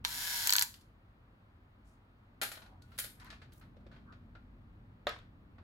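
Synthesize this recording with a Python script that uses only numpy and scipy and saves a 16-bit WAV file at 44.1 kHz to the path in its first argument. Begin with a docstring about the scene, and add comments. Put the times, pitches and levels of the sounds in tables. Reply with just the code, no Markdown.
"""A cordless screwdriver spins up with grinding gears, brush buzz and gear whine, and drives a screw into
a plastic suspension arm; its clutch ratchets in dull and bright steel clacks until it stops on a rising tone.
Then plastic arms chatter and ring, pliers and parts tap on a work table amid faint bands of hiss,
a part squeaks, and arms bump the table top. Last, a hollow plastic chassis is set down: a crack, shell modes
and a buzz. Room air and a low rumble run throughout, heard from close above the table in a small room."""
import sys
import numpy as np
from scipy import signal
from scipy.fft import rfft, irfft
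from scipy.io import wavfile
from scipy.ndimage import uniform_filter1d, map_coordinates

SR = 44100
rng = np.random.default_rng(int(sys.argv[2]) if len(sys.argv) > 2 else 0)


def dump(signal):
    """Clip the signal to [-1, 1] and save it as 16-bit WAV at the path in sys.argv[1]."""
    limited = np.clip(np.atleast_2d(signal).T, -1, 1)
    pcm = np.round(limited * 32767).astype(np.int16)
    wavfile.write(sys.argv[1], SR, pcm)


N = 248269
TIME = np.arange(N) / SR

# Table top colour. Each row: frequency in Hz, relative level in dB per Hz.
TABLE_COLOUR = [(40, -41), (120, -14.5), (330, -1.5), (620, 5.5), (950, 1), (1450, 8), (2300, 1.5),
                (3100, -1), (4300, -1), (5600, -11), (8200, -20), (11800, -27), (15500, -45.5)]

# trigger pressed, screw starts to bite, clutch breaks loose, trigger let go
ON_S, BITE_S, BREAK_S, OFF_S = .043, .293, .4727, .631
# gearbox swell after the start; shaft slowing under the brake
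SWELL_S, BRAKE_S = 0.11, .04


def amp(db):
    """Decibels to gain."""
    return 10 ** (np.asarray(db) / 20)


def unit(x):
    """Scales to an rms of one."""
    return x / np.sqrt(np.mean(x ** 2) + 1e-20)


def read(points, hz):
    """Reads a table along a logarithmic frequency axis."""
    f, value = np.transpose(points)
    return np.interp(np.log(hz + 1), np.log(f + 1), value)


def curve(points):
    """Reads a table of (s, value) at every sample."""
    return np.interp(TIME, *np.transpose(points))


def add(mix, start_s, sound):
    """Mixes a stereo sound in at start_s."""
    part = mix[:, round(start_s * SR):][:, :sound.shape[1]]
    part += sound[:, :part.shape[1]]


def smooth_noise(count, size):
    """Slow random wander of unit rms: white noise averaged over size samples."""
    return unit(uniform_filter1d(rng.standard_normal(count), size))


def pair(count, same):
    """Two channels of white noise that share a part."""
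    common, *own = rng.standard_normal((3, count))
    share = np.clip(same, 0, 1)
    return np.sqrt(share) * common + np.sqrt(1 - share) * np.array(own)


def colour(x, spectrum, tilt_db=0, size=2048):
    """Minimum-phase filter of unit energy with the given spectrum, tilted per octave above 500 Hz."""
    hz = abs(np.fft.fftfreq(size, 1 / SR))
    log_gain = np.log(amp(read(spectrum, hz) + tilt_db * np.log2(np.maximum(hz, 500))))
    kernel = np.fft.ifft(np.exp(signal.hilbert(log_gain).conj())).real[:size // 2]
    kernel /= np.linalg.norm(kernel)
    return signal.oaconvolve(x, kernel[None], axes=1)[:, :x.shape[1]]


def burst(decay_s, same, grain_db=0, size=12000):
    """A contact: a spray of tiny uneven impacts that dies away."""
    fade = np.exp(-np.arange(size) / SR / decay_s)
    grains = amp(grain_db * smooth_noise(size, 24))
    return unit(pair(size, same) * grains * fade) * np.sqrt(np.mean(fade ** 2))


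def ring(modes, spread, size=12000):
    """Decaying modes; each reaches the two microphones in slightly different phase."""
    t = np.arange(size) / SR
    out = np.zeros((2, size))
    for hz, db, t60_s in modes:
        phase = spread * rng.standard_normal((2, 1))
        out += amp(db - 60 * t / t60_s) * np.sin(2 * np.pi * hz * t + phase)
    return out


def room(x, wet_db, size=22000):
    """Adds a dense tail of sparse reflections, each band dying at its own speed."""
    # Each row: frequency in Hz, t60 in s.
    decay_times = [(200, .24), (1000, .28), (3000, .3), (7000, .3), (12000, .31), (16000, .26)]
    echoes = rng.standard_normal((2, size)) * (rng.random((2, size)) < .15)
    echoes[:, :round(.003 * SR)] = 0
    hz, t, z = signal.stft(echoes, SR, nperseg=256)
    fade_db = -60 * t / read(decay_times, hz)[:, None]
    tail = signal.istft(z * amp(fade_db), SR)[1]
    tail /= np.linalg.norm(tail, axis=1, keepdims=True)
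    return x + amp(wet_db) * signal.fftconvolve(x, tail, axes=1)[:, :N]


def background(air_db=-62, split_hz=350):
    """Steady room air over a near-mono rumble that swells and sinks."""
    # Colour of air and rumble. Each row: frequency in Hz, relative level in dB per Hz.
    air_colour = [(18, -23.5), (35, -6.5), (50, 1.5), (66, -10), (92, 0), (160, -13), (230, -9.5),
                  (400, -21), (1250, -21.5), (2600, -32.5), (4400, -40.5), (5600, -51), (9000, -57),
                  (16000, -53)]
    # Each row: frequency in Hz, left-right correlation.
    likeness = [(60, 1), (130, 0.97), (290, 0.91), (640, 0.22), (1410, -0.22), (3100, -0.59), (6820, 0.55),
                (15000, 0.78)]
    # Drift of the rumble. Each row: time in s, level in dB.
    rumble_db = [(0, -54.5), (.5, -61.5), (2.3, -63.5), (2.55, -59), (4.2, -56), (5.63, -56.5)]
    hz = np.fft.rfftfreq(N, 1 / SR)
    left, other = rfft(rng.standard_normal((2, N)))
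    same = np.clip(read(likeness, hz), -1, 1)
    right = same * left + np.sqrt(1 - same ** 2) * other
    z = np.array([left, right]) * amp(read(air_colour, hz))
    whole = irfft(z, N)
    low = irfft(z / (1 + (hz / split_hz) ** 4), N)
    air = amp(air_db) * (whole - low) / whole.std()
    return air + amp(curve(rumble_db)) * unit(low)


def hisses():
    """Faint noise, each in one broad band with an uneven level that swells or fades."""
    # Faint bands of hiss, some swelling, some fading; one high hiss rises into the clatter at 2.98 s.
    # Each row: start in s, length in s, level in dB, centre in Hz, width in octaves, unevenness in dB,
    # swell from start to end in dB.
    hiss_bands = [(1.834, 0.14, -80, 6870, 0.61, -2, -5), (2.558, 0.28, -68.5, 754, 0.43, 3, 0),
                  (2.783, 0.33, -74.5, 12800, 0.94, -4, 22), (2.85, 0.13, -77, 2200, 0.71, 1, 8),
                  (3.163, 0.21, -61.5, 1300, 0.73, 2.5, -4), (3.189, 0.083, -67, 3830, 0.68, 7, 2),
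                  (3.504, 0.13, -70.5, 11700, 1, 5.5, -3), (3.55, 0.88, -63.5, 212.5, 0.26, 2.5, -1),
                  (3.711, 0.2, -73, 575, 0.51, 2, 2), (4.047, 0.091, -63, 1267, 0.24, 1.5, 11)]
    out = np.zeros((2, N))
    for start_s, length_s, db, hz, octaves, uneven_db, swell_db in hiss_bands:
        count = round(length_s * SR)
        band = [(hz / 8 ** octaves, -30), (hz / 2 ** octaves, -4), (hz, 0), (hz * 2 ** octaves, -4),
                (hz * 8 ** octaves, -35), (hz * 64 ** octaves, -65)]
        envelope_db = uneven_db * smooth_noise(count, 300) + np.linspace(0, swell_db, count)
        hiss = colour(pair(count, same=0.077) * unit(amp(envelope_db)), band)
        add(out, start_s, amp(db) * hiss * signal.windows.tukey(count, .6))
    return room(out, wet_db=-5.0)


def rising_tones(waver=.025):
    """Short rough tones: sines that glide upwards with a random waver in pitch."""
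    # A short hollow tone rising as the motor stops, then a part squeaking on the table.
    # Each row: start in s, length in s, level in dB, from Hz, to Hz.
    glides = [(0.635, 0.049, -57.5, 860, 960.6), (3.225, 0.052, -60.5, 887, 1124)]
    out = np.zeros((2, N))
    for start_s, length_s, db, from_hz, to_hz in glides:
        count = round(length_s * SR)
        hz = np.linspace(from_hz, to_hz, count) * (1 + waver * smooth_noise(count, 100))
        tone = np.sin(2 * np.pi * np.cumsum(hz) / SR + rng.random((2, 1)))
        add(out, start_s, amp(db) * tone * signal.windows.tukey(count, .5))
    return room(out, wet_db=-7.5)


def bumps(tick_db=-5, rise_s=0.0021):
    """Soft, low knocks of the table top, each with a faint tick of plastic."""
    # The hand presses the arms against the table. Each row: start in s, level in dB.
    presses = [(3.766, -57.5), (3.805, -66), (3.8642, -52.5)]
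    # Low table top resonances. Each row: frequency in Hz, level in dB, t60 in s.
    top_modes = [(361, 1.5, .06), (544, 6, 0.04), (607, -7, .06), (676, -8, 0.046), (1060, -16, 0.044)]
    out = np.zeros((2, N))
    for start_s, db in presses:
        tick = colour(burst(0.0064, same=.3), TABLE_COLOUR)
        knock = ring(top_modes, spread=0.45) + amp(tick_db) * tick
        swell = 1 - np.exp(-TIME[:knock.shape[1]] / rise_s)
        add(out, start_s, amp(db) * knock * swell)
    return room(out, wet_db=-4)


def taps(rise_s=0.00079, ring_t60_s=.13):
    """Small rattling contacts coloured by the table top; each touched part rings at its own pitch."""
    # Light taps of bit, pliers and fingers. Each row: start in s, level in dB, tilt in dB per octave,
    # decay in s, ring in Hz, ring level in dB relative to the tap.
    touches = [(0.7405, -48, 8, 0.0055, 1400, -26), (0.8102, -60.5, 12.5, 0.0059, 4380, -18),
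               (2.553, -51.5, 6.5, 0.0092, 3100, -11), (2.571, -49.5, -1, 0.0096, 650, -10),
               (2.619, -55, 2, 0.015, 1450, -8), (2.661, -59.5, 2, 0.011, 1400, -10),
               (2.8207, -56.5, 11.5, 0.0041, 1455, -9), (2.9179, -63.5, 1, 0.044, 1366, 5),
               (3.198, -56.5, 9, 0.0073, 1740, -1), (3.224, -61, 0, .008, 2300, -18),
               (3.264, -59.5, 6, 0.011, 4100, -9), (3.302, -48, 4, 0.012, 1727, -6),
               (3.326, -52.5, 0, 0.015, 2480, -9), (3.417, -54, 0, 0.016, 1706, -6),
               (3.521, -63, 5.5, 0.015, 3170, -14), (3.611, -60, -1.5, 0.025, 1304, -1),
               (3.9143, -61.5, -1.5, 0.045, 1500, -4), (3.9618, -58.5, -3, 0.012, 3190, -13),
               (4.123, -55.5, -1.5, 0.012, 1473, -6.5), (4.351, -53.5, -3.5, 0.0098, 1398, -2),
               (5.582, -57, -5, 0.015, 1270, -19)]
    out = np.zeros((2, N))
    for start_s, db, tilt_db, decay_s, hz, ring_db in touches:
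        contact = colour(burst(decay_s, same=0.32, grain_db=2.0), TABLE_COLOUR, tilt_db)
        swell = 1 - np.exp(-TIME[:contact.shape[1]] / rise_s)
        tone = ring([(hz, ring_db, ring_t60_s)], spread=.6)
        add(out, start_s, amp(db) * swell * (contact + tone))
    return room(out, wet_db=-3)


def arms(ring_db=-19, tick_db=3, lean_db=0.8):
    """A hard first tick, then the light parts chatter against each other and ring, left of centre."""
    # Arms dropped and pushed together. Each row: start in s, level in dB, tilt in dB per octave,
    # chatter decay in s.
    clatters = [(2.415, -31, -0.5, 0.021), (2.431, -36.5, 3.5, 0.016), (2.488, -51, 1, 0.013),
                (2.5171, -44.5, 0.5, 0.022), (2.9789, -46, 2.5, 0.011), (2.987, -31.5, 3.5, 0.013),
                (2.999, -31.5, 11, 0.0074), (3.0402, -42, 1, 0.014), (3.2463, -59.5, 3, 0.0022)]
    # Plastic arm colour. Each row: frequency in Hz, relative level in dB per Hz.
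    arm_colour = [(130, -18), (260, -9), (560, -2), (830, -2), (1080, -9), (1450, 3), (2000, -1),
                  (2400, -2), (3000, -5.5), (4100, -2), (4700, -4.5), (6200, -10.5), (7000, -7),
                  (8500, -9.5), (11500, -3.5), (13500, -12), (16000, -19)]
    # Plastic arm resonances. Each row: frequency in Hz, level in dB, t60 in s.
    arm_modes = [(540, -1.5, 0.035), (1410, -1, 0.063), (1690, -7, 0.076), (2330, -13, 0.13),
                 (2440, -10, 0.12), (3100, 4, 0.061), (4033, -11, .13), (4450, -5, 0.11), (11370, -5, .15)]
    out = np.zeros((2, N))
    for start_s, db, tilt_db, decay_s in clatters:
        chatter = burst(decay_s, same=0.29, grain_db=3.0)
        tick = amp(tick_db) * burst(0.000073, same=0.55)
        contact = colour(chatter + tick, arm_colour, tilt_db)
        add(out, start_s, amp(db) * (contact + amp(ring_db) * ring(arm_modes, spread=0.67)))
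    return room(out * amp([[lean_db], [-lean_db]]), wet_db=-3.5)


def chassis(ring_db=-6, buzz_db=-16, crack_s=0.004, buzz_s=0.035, wet_db=-7, wet_tilt_db=-2):
    """A short crack swings the hollow shell in its modes, ribs buzz on the table, the room answers duller."""
    # Landing, rocking onto the other edge, settling.
    # Each row: start in s, level in dB, tilt in dB per octave.
    landings = [(5.0692, -23.5, 0), (5.0913, -39.5, 7.5), (5.163, -50.5, 0), (5.188, -57.5, 5)]
    # Shell colour. Each row: frequency in Hz, relative level in dB per Hz.
    shell_colour = [(120, -33), (250, -11), (420, -7.5), (590, 7.5), (760, 0), (960, 5), (1300, 5),
                    (1600, -3), (2000, 0), (2400, -10), (2750, -14), (3050, -19), (3500, 0.5), (4100, -4),
                    (5500, -30), (7200, -21), (9000, -44), (11500, -28), (16000, -52)]
    # Shell resonances. Each row: frequency in Hz, level in dB, t60 in s.
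    shell_modes = [(460, -8, .1), (601, -4, .09), (991, -7, .05), (1273, -4, .11), (1986, -15, .08),
                   (2772, -18, .08), (3520, -5, .04)]
    out, sent = np.zeros((2, 2, N))
    for start_s, db, tilt_db in landings:
        crack = burst(crack_s, same=0.82)
        buzz = amp(buzz_db) * burst(buzz_s, same=.4)
        knock = colour(crack, shell_colour, tilt_db) + amp(ring_db) * ring(shell_modes, spread=0.33)
        add(out, start_s, amp(db) * (knock + colour(buzz, TABLE_COLOUR)))
        dull = colour(crack + buzz, TABLE_COLOUR, tilt_db / 2 + wet_tilt_db)
        add(sent, start_s, amp(db) * dull)
    tail = room(sent, wet_db) - sent
    return out + tail


def mechanism(x, ring_db, wet_db):
    """Sound inside the tool sets its housing ringing, and both reach the room."""
    # Housing resonances. Each row: frequency in Hz, relative level in dB, t60 in s.
    housing = [(975, 0, .07), (1540, -1, .06), (1710, -3, .07), (2320, -4, .07), (3140, -3, .06),
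               (4170, -3, .04), (5350, -4, .025), (6790, -5, .06)]
    modes = ring(housing, spread=1.4)
    modes /= np.linalg.norm(modes, axis=1, keepdims=True)
    ringing = signal.fftconvolve(x, modes, axes=1)[:, :N]
    return room(x + amp(ring_db) * ringing, wet_db)


def clutch(decay_s=0.00075, rise_s=0.0006, rattle_db=-25, rattle_s=0.011, lag_s=0.00033):
    """Brief steel clacks, dull and bright, shake the gears; they reach the right microphone first."""
    # Gear train taking up its slack. Each row: time in s, energy in dB, tilt in dB per octave.
    slack = [(0.0497, -4, -1), (0.0543, -14.5, -3)]
    # Balls climbing each notch, a dull clack; columns as above.
    climbs = [(0.4943, 0, 1), (0.5249, 1.5, 0.5), (0.5544, -3, -2), (.5833, -0.5, 0), (0.612, -3.5, -0.5)]
    # Balls snapping home, a bright clack, the first as the clutch breaks loose; columns as above.
    snaps = [(.4728, 0.5, 1.5), (.505, 0.5, 1.5), (.5352, 2, 0.5), (.5644, 1, 1), (.5936, -0.5, 0.5),
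             (.6237, 1.5, 1)]
    # Colours of climb and snap. Each row: frequency in Hz, relative level in dB per Hz.
    climb_colour = [(300, -25), (650, -18.5), (950, -1), (1200, -4.5), (1600, -1), (2600, -1.5),
                    (3700, 3.5), (4400, 10.5), (5200, 0), (6300, 2.5), (8000, -7.5), (10500, -9.5),
                    (12300, -5.5), (14000, -9), (15500, -9)]
    snap_colour = [(300, -20.5), (650, -17), (950, -1), (1250, -6), (1700, 1.5), (2400, -4), (3500, -5.5),
                   (4500, 4), (5200, -2.5), (6200, -0.5), (7200, 8.5), (8700, -3), (10000, -2.5),
                   (12100, 7.5), (13300, -1.5), (15500, -4)]
    out = np.zeros((2, N))
    for rows, spectrum in (slack + climbs, climb_colour), (snaps, snap_colour):
        for time_s, db, tilt_db in rows:
            blow = burst(decay_s, same=0.26) + amp(rattle_db) * burst(rattle_s, same=0.12)
            swell = 1 - np.exp(-TIME[:blow.shape[1]] / rise_s)
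            clack = colour(blow * swell, spectrum, tilt_db)
            clack /= np.linalg.norm(clack, axis=1, keepdims=True)
            add(out, time_s - lag_s, amp(db) * clack)
    left, right = mechanism(out, ring_db=-15, wet_db=-12)
    return np.array([np.roll(left, round(lag_s * SR)), right])


def drive(t):
    """Shaft speed (Hz) and gearbox level (dB) over one pull of the trigger."""
    # kick-off, spin-up to free speed, sag as the screw bites, drop once the clutch slips
    kick_hz, free_hz, spin_up_s, sag_hz_per_s, slip_drop_hz = 40, 262, .035, 120, 14
    # running level; offsets at the start and while slipping; slip onset; fade under the brake
    gear_db, start_db, slip_db, slip_in_s, brake_db_per_s = -37, -10.5, -6, 0.022, 1495.5
    # gears strain briefly as the clutch breaks loose and as the brake grips
    break_strain_db, brake_strain_db, strain_s = 2, 5.5, .014
    running, biting, braking = (np.maximum(t - s, 0) for s in (ON_S, BITE_S, OFF_S))
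    slipping = np.clip((t - BREAK_S) / slip_in_s, 0, 1)
    speed_hz = free_hz - (free_hz - kick_hz) * np.exp(-running / spin_up_s)
    speed_hz -= sag_hz_per_s * biting + slip_drop_hz * slipping
    db = gear_db + start_db * np.exp(-running / SWELL_S) + slip_db * slipping - brake_db_per_s * braking
    db += break_strain_db * np.exp(-((t - BREAK_S) / strain_s) ** 2)
    db += brake_strain_db * np.exp(-((t - OFF_S) / strain_s) ** 2)
    return speed_hz * np.exp(-braking / BRAKE_S), db


def worn_teeth(turns, grind_db, size=1300):
    """A random, lumpy roughness around the ring gear, felt again on every turn."""
    surface = pair(size, same=.3) * amp(grind_db * smooth_noise(size, 40))
    place = [turns % 1 * size]
    return unit(np.array([map_coordinates(side, place, order=3, mode="grid-wrap") for side in surface]))


def motor(flutter=.002, throb=0.19, grind_db=2.0, loose_db=-5, comb_db=-14, knock_db=-12, knocks_per_s=170,
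          whine_db=-7, unloaded_db=-5, load_s=0.077,
          mesh_db=-20, mesh_hz=980, mesh_width_hz=230, surge_db=11):
    """Planet gears grind and knock in their play, brushes buzz on shaft harmonics, meshes whine under load."""
    # Motor and gear-mesh lines. Each row: multiple of shaft speed, relative level in dB.
    whine_lines = [(3.75, -12), (5.75, -13), (6, -12), (6.5, -7), (8, -3), (8.75, -6), (14.25, -5),
                   (16, -5), (16.375, -6), (17, -9), (18, -8), (19, -7), (20, -3), (21, 0), (22, -3),
                   (23, -2), (26, -9), (27, -9), (29, -5), (38, -13), (42.625, -11)]
    # Gearbox colour. Each row: frequency in Hz, relative level in dB per Hz.
    gearbox_colour = [(300, -30), (500, -18.5), (800, -8), (1000, -6.5), (1250, -6), (1650, 2), (2300, -3),
                      (2700, -2.5), (3300, 1), (4200, 1.5), (4900, 1.5), (5800, 3.5), (6300, -3.5),
                      (7000, 2), (8600, -5), (11600, 2), (12700, 2), (14200, -4), (16000, -5.5)]
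    # per shaft turn: first-stage tooth strikes, planet throbs; shaft turns per carrier turn
    strikes, planet_pass, reduction = 4.5, .75, 8
    count = round((OFF_S + 2 * BRAKE_S) * SR)
    t = TIME[:count]
    steady_hz, level_db = drive(t)
    speed_hz = steady_hz * (1 + flutter * smooth_noise(count, 300))
    angle = 2 * np.pi * np.cumsum(speed_hz) / SR

    def line(k):
        """One shaft harmonic, wavering in strength with uneven tooth contact."""
        return np.cos(k * angle + 2 * np.pi * rng.random((2, 1))) * amp(3 * smooth_noise(count, 1200))

    teeth = worn_teeth(angle / (2 * np.pi * reduction), grind_db) + amp(loose_db) * pair(count, same=0.18)
    rattle = unit(teeth * (1 + throb * np.cos(planet_pass * angle)))
    hits = 1. * (rng.random(count) < knocks_per_s / SR)
    knocks = unit(pair(count, same=0.3) * uniform_filter1d(hits, size=40))
    brushes = unit(sum(line(k) for k in range(3, 62)))
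    # whine comes forward as the screw bites
    unloaded = np.clip((BITE_S - t) / load_s + .5, 0, 1)
    whine = unit(sum(amp(db) * line(k) for k, db in whine_lines)) * amp(unloaded_db * unloaded)
    # first stage sings as it sweeps through the lowest housing resonance
    detune = 2 * (strikes * speed_hz - mesh_hz) / mesh_width_hz
    mesh = line(strikes)[0] / (1 + detune ** 4)
    # hardest under the torque surge of the spin-up
    mesh = mesh * amp(surge_db * np.exp(-np.maximum(t - ON_S, 0) / SWELL_S))
    growl = colour(rattle + amp(comb_db) * brushes, gearbox_colour)
    growl += amp(knock_db) * colour(knocks, gearbox_colour, tilt_db=-2.5)
    sound = growl + amp(whine_db) * whine + amp(mesh_db) * mesh
    out = np.zeros((2, N))
    add(out, 0, sound * amp(level_db) * (t > ON_S))
    return mechanism(out, ring_db=-13.5, wet_db=-15.5)


def scene():
    """Tool, parts and hisses, with less stereo width at low frequencies, over the background."""
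    # Gain of the left-right difference. Each row: frequency in Hz, gain in dB.
    width = [(150, -11.5), (450, -9), (1000, 1), (4000, 2), (9000, -6)]
    left, right = hisses() + rising_tones() + bumps() + taps() + arms() + chassis() + clutch() + motor()
    mid, side = (left + right) / 2, (left - right) / 2
    side = irfft(rfft(side) * amp(read(width, np.fft.rfftfreq(N, 1 / SR))), N)
    return np.array([mid + side, mid - side]) + background()


def record(dry, edge_hz=15950):
    """Left microphone favours the presence range, right one the top treble; then the band limit."""
    # Each row: frequency in Hz, dB by which the left microphone is louder.
    lean = [(1000, 0.5), (2500, 1.5), (4500, 2.5), (7500, 3), (10500, -3.5), (16000, -3.5)]
    lean_db = read(lean, np.fft.rfftfreq(N, 1 / SR)) / 2
    heard = irfft(rfft(dry) * amp([lean_db, -lean_db]), N)
    lowpass = signal.firwin(511, edge_hz, window=("kaiser", 9), fs=SR)
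    return signal.oaconvolve(heard, lowpass[None], "same")


dry = scene()
out = record(dry)
dump(out)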